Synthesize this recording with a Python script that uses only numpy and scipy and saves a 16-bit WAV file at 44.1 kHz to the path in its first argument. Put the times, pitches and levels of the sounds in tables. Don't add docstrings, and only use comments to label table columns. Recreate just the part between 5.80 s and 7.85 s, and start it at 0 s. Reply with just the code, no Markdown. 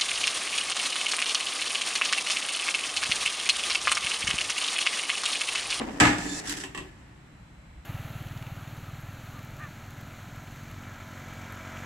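import sys
import numpy as np
from scipy import signal
from scipy.fft import rfft, irfft, next_fast_len
from scipy.io import wavfile

SR = 44100
rng = np.random.default_rng(int(sys.argv[2]) if len(sys.argv) > 2 else 0)


def store_pcm(level_fs):
    pcm = np.round(np.clip(level_fs, -1, 1) * 32767).astype(np.int16)
    wavfile.write(sys.argv[1], SR, np.atleast_2d(pcm).T)


N = 90404
T = np.arange(N) / SR
HZ = np.maximum(np.fft.rfftfreq(next_fast_len(N + SR // 4), 1 / SR), 1)

ALIKE_HZ, TREBLE_ALIKE = 413, 0.092
RIPPLE_HZ, RIPPLE_DB = 44.87, 1.5
PRINTER_DULL_DB_PER_S = 29
ROOM_DB, WHINE_HZ = -51.5, 4040
SWAY_S, SWAY_DB, SWAY_WIDTH_S, SWAY_HZ = 1.947, -47, 0.07, 53
JUDDER_PER_S, JUDDER_DB = 68, -1.56
BUMP_WIDTH_S, BUMP_HZ = 0.019, 289
SQUEAL_SAG_OCT_PER_S, SQUEAL_END_S, SQUEAL_RELEASE_S = 0.25, 0.607, 0.011
SQUEAL_SLIPS_PER_S, SQUEAL_JITTER, SQUEAL_FLUTTER_DB = 600, 0.0162, 3.5
ROOM_T60_S, ROOM_DAMP, ROOM_WET_DB = 0.18, 0.16, -11.5
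LATE_T60_S, LATE_DB = 2.7, -20.5
TOP_HZ = 15200


def amp(db):
    return 10 ** (np.asarray(db) / 20)


def unit(x):
    return x / np.sqrt(np.mean(x ** 2))


def curve(points):
    return amp(np.interp(T, *np.array(points).T, right=-120))


def colour(points):
    hz, db = np.array(points).T
    return unit(amp(np.interp(np.log(HZ), np.log(hz), db)))


def shape(x, gain):
    return irfft(rfft(x, 2 * len(HZ) - 2) * gain)[..., :N]


def stereo(three, gain):
    alike = TREBLE_ALIKE + (1 - TREBLE_ALIKE) / (1 + (HZ / ALIKE_HZ) ** 3)
    alike = np.clip(alike, 0, 1)
    shared = shape(three[0], gain * np.sqrt(alike))
    separate = shape(three[1:], gain * np.sqrt(1 - alike))
    return shared + separate


def noise(gain):
    return stereo(rng.standard_normal((3, N)), gain)


def octaves(x):
    place = np.clip(np.log2(HZ / 1000), -4, 4)
    return [(k, shape(x, np.maximum(1 - abs(place - k), 0))) for k in range(-4, 5)]


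def fade(t, t60):
    return (t >= 0) * np.exp(-np.log(1000) * np.maximum(t, 0) / t60)


def wander(rate):
    steps = rng.standard_normal(SR // 8)
    return np.interp(T * rate, np.arange(len(steps)), steps)


def metal(points):
    grid = np.arange(0, SR, RIPPLE_HZ)
    peaks = rng.standard_normal((2, SR // 8))[:, :len(grid)]
    ripple = np.array([np.interp(HZ, grid, p) for p in peaks])
    depth_db = RIPPLE_DB * HZ / (HZ + ALIKE_HZ)
    return unit(colour(points) * amp(depth_db * ripple))


def rub(tint, rate, scatter_db):
    hits = rng.random((3, N)) < rate / SR
    slips = hits * rng.standard_normal((3, N))
    strength = amp(scatter_db * np.minimum(rng.exponential(size=(3, N)), 4))
    return stereo(unit(slips * strength), metal(tint))


def clatter(blows, tint, crack_t60, ring_t60, ring_db, damp, attack_s):
    out = 0
    t = T[:SR]
    for octave, band in octaves(noise(metal(tint))):
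        shorten = 2 ** (-damp * octave)
        crack = fade(t, crack_t60 * shorten)
        tail = amp(ring_db) * fade(t, ring_t60 * shorten)
        attack = 1 - np.exp(-t / (attack_s * 2 ** (-octave / 2)))
        power = ((crack + tail) * attack) ** 2
        total = np.zeros(N + SR)
        for s, db, bright in blows:
            i = int(s * SR)
            total[i:i + SR] += amp(db + bright * octave) ** 2 * power
        out = out + band * np.sqrt(total[:N])
    return out


def ring(blows, modes, spread, detune):
    out, t = np.zeros((2, N + SR)), T[:SR // 2]
    for hz, db, t60 in modes:
        for step in (-1, 0, 1):
            pitch = hz * (1 + detune * (step + rng.uniform(-0.29, 0.4)))
            partial = np.exp(2j * np.pi * pitch * t) * fade(t, t60) * (1 - np.exp(-2 * hz * t))
            push = np.zeros(N + SR, complex)
            for s, strength, bright in blows:
                i = int(s * SR)
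                kick = amp(strength + bright * np.log2(hz / 1000)) * np.exp(2j * np.pi * rng.random())
                push[i:i + len(t)] += partial * kick
            port_phase = min(spread * hz / 1000, 2) * rng.standard_normal((2, 1))
            out += amp(db) / np.sqrt(3) * np.imag(push * np.exp(1j * port_phase))
    return out[:, :N]


def printer():
    # time_s, level_db
    rundown = [(0, -31), (.04, -34.5), (.065, -40), (.09, -34), (.125, -45.5), (.175, -38.5), (.21, -42),
               (.3, -58)]
    # pitch_hz, relative level_db (per Hz)
    tint = [(50, -24), (120, -22), (220, -4.5), (290, -3.5), (370, -14.5), (850, -15.5), (1800, -20),
            (3000, -22.5), (4200, -30.5), (7600, -39), (15000, -73)]
    out = 0
    for octave, band in octaves(rub(tint, rate=2100, scatter_db=3.5)):
        out = out + band * amp(-PRINTER_DULL_DB_PER_S * max(octave, 0) * T)
    return curve(rundown) * out


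def background():
    # pitch_hz, relative level_db (per Hz)
    tint = [(20, -21), (52, 4.5), (85, -4), (135, 0.5), (300, -11.5), (420, -21), (2000, -17.5),
            (3200, -24.5), (5000, -31), (7600, -32), (10000, -40), (15000, -47.5)]
    # time_s, level_db
    whine_level = [(1.2, -86), (1.5, -73.5), (2.1, -74)]
    low = noise(unit(1 / (1 + ((HZ - SWAY_HZ) / 12) ** 2)))
    swell = np.exp(-((T - SWAY_S) / SWAY_WIDTH_S) ** 2) * low
    rumble = amp(ROOM_DB) * noise(colour(tint))
    whine = curve(whine_level) * np.sin(2 * np.pi * WHINE_HZ * T)
    return rumble + whine + amp(SWAY_DB) * swell


def latch():
    # start_s, relative level_db, brightness_db_per_octave
    blows = [(.2005, 1, 2), (.2055, 4, 0), (.2105, 1, -2.5), (.2205, -1.5, -0.5), (.228, -9, -2),
             (.235, -0.5, -0.5), (.2515, 1, -1), (.257, -11.5, 1.5), (.2695, -3.5, 0), (.2785, -7, 0),
             (.291, -7.5, -0.5), (.331, -10.5, -1), (.383, -17.5, 2.5)]
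    # pitch_hz, relative level_db (per Hz)
    tint = [(25, -20), (55, -14.5), (130, -10.5), (280, -5), (470, -17), (760, -13.5), (1900, -7.5),
            (2800, -11.5), (3900, -18), (7800, -21), (11000, -37.5), (15000, -50)]
    # pitch_hz, relative level_db, decay t60_s
    modes = [(119.4, -8, 0.41), (185.2, -7.5, 0.52), (253, -6.5, 0.6), (298.7, 0, 0.29), (720, -5.5, 0.24),
             (832, 1, 0.12), (938, 0, 0.18), (1264, 0, 0.16), (1584, -0.5, 0.12), (1715, 0.5, 0.26),
             (1846, -7.5, 0.32), (1956, -3.5, 0.25), (2126, -4.5, 0.31), (2594, -8.5, 0.33)]
    cracks = clatter(blows, tint, crack_t60=0.028, ring_t60=0.37, ring_db=-8, damp=0.05, attack_s=0.00076)
    return amp(-16) * cracks + amp(-30) * ring(blows, modes, spread=0.73, detune=0.0047)


def judder():
    return amp(JUDDER_DB * wander(JUDDER_PER_S))


def bumps():
    # centre time_s, level_db
    booms = [(.468, -34), (.53, -34.5), (0.707, -37.5), (.79, -40)]
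    out = 0
    for s, db in booms:
        swell = np.exp(-((T - s) / BUMP_WIDTH_S) ** 2)
        out = out + amp(db) * swell * np.sin(2 * np.pi * (BUMP_HZ * T + rng.random()))
    return out


def squeal():
    # pitch_hz, level_db, centre time_s, swell width_s
    tones = [(1740, -46, 0.44, 0.21), (2600, -50, .575, 0.041), (3550, -39, 0.52, 0.035),
             (4330, -44.5, .505, 0.028), (7100, -38, 0.5, 0.062)]
    out = 0
    for hz, db, s, width in tones:
        sag = 2 ** (-SQUEAL_SAG_OCT_PER_S * (T - s))
        pitch = hz * sag * (1 + SQUEAL_JITTER * wander(SQUEAL_SLIPS_PER_S))
        phase = 2 * np.pi * (np.cumsum(pitch) / SR + rng.random((2, 1)) / 3)
        level = amp(db + SQUEAL_FLUTTER_DB * wander(SQUEAL_SLIPS_PER_S / 2))
        out = out + level * np.exp(-((T - s) / width) ** 2) * np.sin(phase)
    return out * np.clip((SQUEAL_END_S - T) / SQUEAL_RELEASE_S, 0, 1)


def slide():
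    # time_s, level_db
    hiss_level = [(.3, -62), (.39, -41), (.44, -40), (.53, -38), (.598, -34.5), (.608, -49), (.75, -69)]
    grit_level = [(.62, -52.5), (.655, -44), (.663, -40.5), (.675, -31.5), (.715, -32), (.745, -43),
                  (.785, -38), (.81, -36), (.85, -45.5), (.92, -90)]
    roll_level = [(.2, -47), (.36, -39.5), (.47, -36), (.56, -43.5), (.635, -41.5), (.69, -43.5),
                  (.8, -41.5), (.93, -54.5), (1.1, -52.5)]
    # pitch_hz, relative level_db (per Hz)
    hiss_tint = [(600, -6), (1800, -2.5), (2600, -18), (3600, 0.5), (5600, 6), (7200, 5.5), (8600, 0),
                 (10500, -7.5), (12000, -24), (15000, -20)]
    grit_tint = [(600, -18.5), (1800, 7.5), (2300, -7), (2900, 4), (4200, 0.5), (5600, 6.5), (7800, 0.5),
                 (10500, -5), (12200, -26), (14000, -17), (16000, -34)]
    roll_tint = [(25, -17), (55, -9), (110, -18.5), (175, -6), (220, -12.5), (285, -1.5), (390, -6.5),
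                 (500, -19), (800, -14), (1450, -28.5), (1760, -7.5), (2100, -15.5), (10000, -39.5)]
    tick_tint = [(500, -18), (2000, 5.5), (7000, 1.5), (15000, -16)]
    # start_s, relative level_db, brightness_db_per_octave
    grains = [(.696, 7, 3.5), (.7238, 9, 1.5), (.7392, 7.5, -1), (.772, -0.5, 3.5)]
    hiss = curve(hiss_level) * rub(hiss_tint, rate=3500, scatter_db=-0.5)
    grit = curve(grit_level) * rub(grit_tint, rate=3200, scatter_db=2.5)
    roll = curve(roll_level) * rub(roll_tint, rate=2500, scatter_db=1.5)
    ticks = clatter(grains, tick_tint, crack_t60=0.0045, ring_t60=0.12, ring_db=-16, damp=0.1,
                    attack_s=0.00036)
    return judder() * (hiss + grit + roll + squeal()) + amp(-32) * ticks + bumps()


def stop():
    # start_s, relative level_db, brightness_db_per_octave
    knocks = [(.8365, -2, 2), (.9475, -0.5, 0.5), (.9755, -0.5, 1), (.984, -2.5, -2.5)]
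    # pitch_hz, relative level_db (per Hz)
    tint = [(60, -22), (150, -13), (350, -11), (550, -21.5), (1100, -16), (1450, -24), (1900, -20.5),
            (2900, -13), (4300, -25), (7600, -24), (15000, -49.5)]
    # pitch_hz, relative level_db, decay t60_s
    modes = [(285.5, -3, 0.29), (376.5, -2.5, 0.27), (1039, -5.5, 0.21), (1136, -1, 0.083),
             (1770, 7.5, 0.06), (1890, 8, 0.087), (2680, 1, 0.15), (3130, -0.5, 0.1), (7750, -4.5, 0.064)]
    cracks = clatter(knocks, tint, crack_t60=0.018, ring_t60=0.27, ring_db=-3.5, damp=0.085, attack_s=0.001)
    return amp(-35.5) * cracks + amp(-41) * ring(knocks, modes, spread=0.52, detune=0.012)


def room(x):
    tail = 0
    for octave, band in octaves(noise(1)):
        age = (T - 0.006) * 2 ** (ROOM_DAMP * octave)
        tail = tail + band * (fade(age, ROOM_T60_S) + amp(LATE_DB) * fade(age, LATE_T60_S))
    wet = signal.fftconvolve(x, unit(tail) / np.sqrt(N), axes=1)[:, :N]
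    return x + amp(ROOM_WET_DB) * wet


def scene():
    return room(printer() + latch() + slide() + stop()) + background()


def record(dry):
    # pitch_hz, left gain_db, right gain_db
    ports = [(386, 1.5, 1.5), (477, 3.5, 2), (870, 5.5, 0.5), (1020, 1.5, 1), (6760, -4, -3),
             (7830, -8, 7.5), (8420, -2, -4.5), (9500, 0, -4.5)]
    hz, *sides = np.array(ports).T
    gains = amp([np.interp(np.log(HZ), np.log(hz), db) for db in sides])
    rounded = np.tanh(shape(dry, gains))
    top_cut = signal.ellip(8, 0.2, 70, TOP_HZ, fs=SR, output="sos")
    return signal.sosfilt(top_cut, rounded)


dry = scene()
out = record(dry)
store_pcm(out)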